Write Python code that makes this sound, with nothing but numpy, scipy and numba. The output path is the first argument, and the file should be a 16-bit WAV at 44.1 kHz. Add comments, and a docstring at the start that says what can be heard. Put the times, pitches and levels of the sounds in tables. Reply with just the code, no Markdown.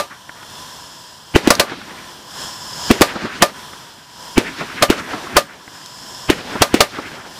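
"""Sharp reports crack and thud on a hillside at night, over the hiss of a burning fuse and a long rolling answer.
A firework battery stands some tens of metres from a camera microphone. Fuse hiss and rolling land are coloured
noise; lift charges are noise cracks with a tube ring of decaying sines; shells overhead are a shock front and two
swings of thud, returned by the slope. The camera overloads on the fronts; its gain ducks, then creeps back up."""
import sys
import numpy as np
from scipy import signal
from scipy.fft import rfft, irfft
from scipy.io import wavfile
from scipy.ndimage import uniform_filter1d
from numba import njit

SR = 44100
rng = np.random.default_rng(int(sys.argv[2]) if len(sys.argv) > 2 else 0)


def convert_level_to_amplitude(level_db):
    """Map a level in decibels to its linear amplitude factor."""
    exponent = np.asarray(level_db, float) / 20
    return 10 ** exponent


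def dump(signal):
    """Clip the signal to [-1, 1] and save it as 16-bit WAV at the path in sys.argv[1]."""
    limited = np.clip(np.atleast_2d(signal).T, -1, 1)
    pcm = np.round(limited * 32767).astype(np.int16)
    wavfile.write(sys.argv[1], SR, pcm)


N = 325894  # length in samples


def noise(colour, count=N):
    """Noise with the spectral shape of a colour table, scaled to rms 1."""
    hz, db = np.transpose(colour)
    f = np.fft.rfftfreq(count, 1 / SR) + 1
    shape = convert_level_to_amplitude(np.interp(np.log(f), np.log(hz), db))
    x = irfft(rfft(rng.standard_normal(count)) * shape, count)
    return x / x.std()


def add(out, start_s, sound):
    """Mixes a sound in from start_s on, cut at the ends of the scene."""
    i = int(round(start_s * SR))
    a, b = np.clip([i, i + len(sound)], 0, len(out))
    out[a:b] += sound[a - i:b - i]


def puff(colour, rise_ms, fall_ms):
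    """A burst of noise that swells and dies away exponentially."""
    ms = np.arange(16384) / SR * 1000
    return noise(colour, count=16384) * (1 - np.exp(-ms / rise_ms)) * np.exp(-ms / fall_ms)


def walk(rate_hz):
    """Random levels, rate_hz of them a second, joined by straight slopes."""
    k = int(SR / rate_hz)
    return uniform_filter1d(np.repeat(rng.standard_normal(N // k + 1), k), k)[:N]


def band(hz, width_hz, level_db):
    """A narrow band of noise whose centre may drift: two slow random swings on a carrier."""
    phase = 2 * np.pi * np.cumsum(hz + np.zeros(N)) / SR
    slow = [(1, 0), (width_hz, -3), (3 * width_hz, -18), (20 * width_hz, -60)]
    return convert_level_to_amplitude(level_db) * (noise(slow) * np.sin(phase) + noise(slow) * np.cos(phase))


def patchy(x, spread_db, rate_hz):
    """Splits a sound into octaves that swell and sink each on its own."""
    octave, spectrum = np.log2(np.fft.rfftfreq(N, 1 / SR) + 1), rfft(x)
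    out = np.zeros(N)
    for k in range(8, 14):  # octaves centred on 2 ** k Hz, the outer two left open
        share = np.clip(1 - np.abs(np.clip(octave, 8, 13) - k), 0, 1)
        out += convert_level_to_amplitude(spread_db * walk(rate_hz)) * irfft(spectrum * share, N)
    return out


# how fiercely the fuse burns: start_s [s], level_db [dB]
FUSE = [(0.0, -36.5), (.5, -32), (1.25, -36), (2.1, -26.5), (2.9, -27.5), (3.55, -30.5), (4.1, -27.5),
        (4.8, -27.5), (5.55, -34.5), (6.25, -31.5), (6.6, -32.5), (7.39, -31)]
# colour of the steady hiss: pitch_hz [Hz], level_db [dB per Hz, relative]
HISS = [(24, -50), (40, -12), (147, -1.5), (420, -9), (720, -5.5), (1000, -3.5), (1300, -7.5), (1700, -5.5),
        (2150, -16.5), (2500, -17), (2800, -10), (3800, -11.5), (4400, -9), (4700, -14.5), (5800, -8.5),
        (6400, -16), (9000, -17.5), (15000, -24.5), (15700, -45)]
# breathy bands, low to high: pitch_hz [Hz], half_width_hz [Hz], level_db [dB]
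BANDS = [(991, 40, -7), (3307, 210, -8), (5150, 225, -4.5), (7200, 560, -10)]
# swells of the upper two bands: crest_s [s], level_db [dB]
SIZZLES = [(1.05, -2.5), (2.8, 1.5), (4.3, -4.5), (6.15, 1), (7.45, -7)]


def fuse():
    """Burning fuse: steady hiss, plus breathy bands that drift, the upper ones sizzling up and down."""
    rest_db, rise_s, fall_s = -10.5, 0.57, 0.35
    drift = 0.015  # share by which the band centres wander
    t = np.arange(N) / SR
    low, mid, high, top = (band(hz * (1 + drift * walk(3)), width_hz, db) for hz, width_hz, db in BANDS)
    sizzle = convert_level_to_amplitude(rest_db) + np.zeros(N)
    for crest_s, db in SIZZLES:
        sizzle += convert_level_to_amplitude(db) * np.exp(-((t - crest_s) / np.where(t < crest_s, rise_s, fall_s)) ** 2)
    level_db = np.interp(t, *np.transpose(FUSE)) + 3.1 * walk(6)
    return convert_level_to_amplitude(level_db) * (noise(HISS) + low + mid + sizzle * (high + top))


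# stretches of land that answer a burst: delay_s [s], level_db [dB], spread_s [s]
LAND = [(0.021, 5.5, 0.015), (.092, 2.5, 0.019), (.23, 1.5, .035), (.37, -5.5, 0.11)]
# colour of the rolling answer: pitch_hz [Hz], level_db [dB per Hz, relative]
ROLL = [(24, -51), (40, -8.5), (263, 4), (412, -1), (514, -27), (1030, -4), (1570, 0.5), (5160, -14),
        (15000, -42)]
# colour of the low rumble: pitch_hz [Hz], level_db [dB per Hz, relative]
RUMBLE = [(80, -19), (220, -3), (330, -3.5), (550, -1.5), (900, -2.5), (2000, -54)]


def roll():
    """Sharp bursts roll back from the land around: dull, long and patchy, over a wavering rumble."""
    roll_db = -31.5  # against the burst
    far_db, far_rise_s, far_t60_s = -0.5, 0.09, 2.4  # the far country's share
    t, power = np.arange(N) / SR, np.zeros(N)
    for start_s, db, hz, _, _ in BURSTS:
        after = np.maximum(t - start_s, 0)
        near = sum(convert_level_to_amplitude(2 * g) * np.exp(-((after - delay_s) / spread_s) ** 2) for delay_s, g, spread_s in LAND)
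        far = convert_level_to_amplitude(2 * (far_db - 60 * after / far_t60_s)) * (1 - np.exp(-after / far_rise_s))
        # amp of twice the dB gives power
        power += (t > start_s) * sharpness(hz) * convert_level_to_amplitude(2 * (db + roll_db)) * (near + far)
    rumble = convert_level_to_amplitude(-7 + 4.7 * walk(17)) * noise(RUMBLE)
    return np.sqrt(power) * (patchy(noise(ROLL), 3.8, 35) + rumble)


# dry ticks of burning stars: start_s [s], level_db [dB]
TICKS = [(1.552, 3.5), (5.86, -15)]
# colour of a tick: pitch_hz [Hz], level_db [dB per Hz, relative]
TICK = [(1500, -30), (3500, -1), (5500, 5), (12000, -16), (15500, -20)]


def ticks():
    """Burning stars snap: bright noise that dies away within milliseconds."""
    out = np.zeros(N)
    for start_s, db in TICKS:
        add(out, start_s, convert_level_to_amplitude(db) * puff(TICK, 0.27, 1.9))
    return out


# colour of the soft noise swelling just before a front: pitch_hz [Hz], level_db [dB per Hz, relative]
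LEAD = [(35, -7), (60, 4.5), (200, -1), (900, -9.5), (1900, -10.5), (2400, -9.5), (3000, -8), (3500, -21.5),
        (6000, -31.5), (15600, -45)]


def lead_in(level_db, push):
    """Soft noise and a low push swell for some milliseconds and end at the front."""
    ahead = np.arange(1024)[::-1] / SR
    low_push = -np.sin(2 * np.pi * 55 * ahead) * np.exp(-ahead / 0.0035)
    soft_noise = noise(LEAD, count=1024) * np.exp(-ahead / 0.0065)
    return convert_level_to_amplitude(level_db) * (soft_noise + push * low_push)


# resonances of a tube: pitch_hz [Hz], level_db [dB], t60_s [s]
TUBE = [(562.7, 2.5, 0.12), (608.3, 5, 0.084), (707, 6.5, 0.06), (1203, 2.5, 0.13), (1767, -3.5, 0.092)]


def tube_ring(t):
    """Air in a tube rings at a few decaying pitches; every tube is a little different."""
    ring = np.zeros(len(t))
    # random shifts: level [dB], pitch [share], phase [rad]
    chance = rng.standard_normal((len(TUBE), 3)) * [1, 0.006, 9]
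    for (hz, db, t60_s), (more_db, detune, phase) in zip(TUBE, chance):
        decay = convert_level_to_amplitude(db + more_db - 60 * t / t60_s)
        ring += decay * np.sin(2 * np.pi * hz * (1 + detune) * t + phase)
    return (1 - np.exp(-t / 0.0041)) * ring


# lift charges: start_s [s], level_db [dB], crack_decay_ms [ms], ring_db [dB], lead_in_db [dB]
LAUNCHES = [(-.018, 9, 8.8, -5.5, 0), (1.5039, 19, 4.9, 0.5, -8), (1.596, 12.5, 10.4, -1, -6),
            (3.0170, 17.5, 5.6, 0, -20), (3.4219, 17, 9.2, 4.5, 0.5), (4.8235, 8, 13, -1.5, -5),
            (5.3664, 10.5, 14, 1, -2.5), (6.619, 11, 9.1, -5, -1), (6.805, 15, 9.9, 0.5, -8)]
# what the hillside returns of every lift charge: delay_s [s], level_db [dB], rise_ms [ms], smear_ms [ms]
LAUNCH_ECHOES = [(.118, -20.5, 7.8, 31), (.311, -15, 0.48, 3.7), (.36, -25, 30, 45), (.445, -22, 1.4, 6)]
# colour of the crack: pitch_hz [Hz], level_db [dB per Hz, relative]
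CRACK = [(35, -40), (60, -18.5), (292, -12.5), (676, -8), (2930, -17), (4560, -16), (6180, -21.5),
         (14600, -30.5), (15700, -52)]
# colour of its echoes: pitch_hz [Hz], level_db [dB per Hz, relative]
SLAP = [(59, -41), (100, -4), (565, -13.5), (1450, 0.5), (2450, -11), (3450, -23), (9000, -53),
        (11700, -58), (19800, -120)]


def launches():
    """Lift charges: a ragged crack of gas, the tube ringing after it, and a few faint echoes."""
    out, t = np.zeros(N), np.arange(8192) / SR
    for start_s, db, fall_ms, ring_db, lead_in_db in LAUNCHES:
        add(out, start_s - 1024 / SR, lead_in(lead_in_db, push=0.34))
        crack = convert_level_to_amplitude(db) * puff(CRACK, 0.55, fall_ms)
        tail = convert_level_to_amplitude(db - 16) * puff(CRACK, 2.6, 27.2)
        add(out, start_s, crack + tail)
        add(out, start_s + 0.004014, convert_level_to_amplitude(ring_db) * tube_ring(t))
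        for delay_s, echo_db, rise_ms, smear_ms in LAUNCH_ECHOES:
            add(out, start_s + delay_s, convert_level_to_amplitude(echo_db) * puff(SLAP, rise_ms, smear_ms))
    return out


def sharpness(hz):
    """Deeper, slower bursts arrive without a sharp front (0), higher ones with it (1), others between."""
    return np.clip((hz - 260) / 40, 0, 1)


# shells bursting overhead: start_s [s], level_db [dB], pitch_hz of the thud [Hz],
# echo_s, delay of the slope echo [s], lead_in_db [dB]
BURSTS = [(1.3476, -7, 248, .240, -31), (1.361, 8.5, 314, 0.27, 0), (1.4743, 10.5, 299, 0.24, -6),
          (2.9047, 12.5, 245, 0.25, -35.5), (2.9138, 9, 304, 0.24, 5.5), (3.0107, 14.5, 304, .235, -7),
          (4.3802, 11.5, 302, .227, 3.5), (4.9018, 12.5, 305, .23, -1), (6.3016, 9.5, 324, 0.25, 0.5),
          (6.742, 11.5, 301, .24, -10)]
# colour of the scatter off the ground: pitch_hz [Hz], level_db [dB per Hz, relative]
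SCATTER = [(35, -37), (60, -18), (434, 12), (815, -1), (1160, -4), (2730, -0.5), (7440, -12.5),
           (13000, -20.5), (15700, -33)]
# colour of the wash off the slope: pitch_hz [Hz], level_db [dB per Hz, relative]
ECHO = [(35, -40), (60, -19), (190, 2), (785, -2.5), (1370, -2.5), (2040, -26), (3870, -20.5), (12000, -51),
        (15600, -74), (22000, -120)]


def bursts():
    """Shells: a shock front, two swings of thud, scatter off the ground, then one echo off the facing slope."""
    out, t = np.zeros(N), np.arange(1024) / SR
    for start_s, db, hz, echo_s, lead_in_db in BURSTS:
        swings = hz * t
        sharp = sharpness(hz)
        front = 3.6 * sharp * np.exp(-t / 0.000043)
        thud = -np.cos(2 * np.pi * swings) * np.exp(-(swings / 1.95) ** 6)
        thud *= 1 - (1 - sharp) * np.exp(-t / 0.00071)  # a dull burst eases in
        add(out, start_s - 1024 / SR, lead_in(lead_in_db, push=1.4))
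        add(out, start_s, convert_level_to_amplitude(db) * (front + thud))
        scatter = convert_level_to_amplitude(db - 8) * puff(SCATTER, 1.9, 8.5) + convert_level_to_amplitude(db - 20.5) * puff(SCATTER, 3.6, 39)
        add(out, start_s + 0.00094, scatter)
        add(out, start_s + 0.00591, convert_level_to_amplitude(db - 29) * puff(RUMBLE, 10, 46))
        # the slope returns the thud with its front worn off, inside a wash
        worn = thud * np.hanning(len(t) // 2).repeat(2) ** 0.15
        add(out, start_s + echo_s + 0.0035, convert_level_to_amplitude(db - 22) * worn)
        add(out, start_s + echo_s, convert_level_to_amplitude(db - 17) * puff(ECHO, 3.6, 13.8))
    return out


def scene():
    """Fuse, hillside, battery and sky together, on one channel."""
    return (fuse() + roll() + ticks() + launches() + bursts())[None]


@njit
def follow(x, start, attack, release):
    """Envelope follower: moves by a share of the gap each sample, quick up and slow down."""
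    out, e = np.empty(len(x)), start
    for i in range(len(x)):
        e += (x[i] - e) * (attack if x[i] > e else release)
        out[i] = e
    return out


def band_limit(x):
    """A steep low-pass at the top of the band."""
    return signal.sosfilt(signal.butter(12, 15830, fs=SR, output="sos"), x)


def record(dry):
    """Camera microphone: a slow and a quick gain control react a moment late; fronts get past and clip."""
    late = int(0.005 * SR)
    size = np.abs(np.concatenate([dry[0, :late], dry[0, :-late]]))
    # attack and release are one over a time constant in samples
    slow = follow(size, 1.75, 1 / (0.0076 * SR), 1 / (1.1 * SR))
    quick = follow(size, 0.39, 1 / (0.0027 * SR), 1 / (0.08 * SR))
    gain = np.minimum(0.12 / slow, 1) ** 0.61 * np.minimum(0.076 / quick, 1) ** 0.062
    lowpass = signal.ellip(8, 0.2, 45, 15550, fs=SR, output="sos")
    mix = np.clip(signal.sosfilt(lowpass, convert_level_to_amplitude(6) * gain * dry), -1, 1)
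    return band_limit(mix)


dry = scene()
out = record(dry)
dump(out)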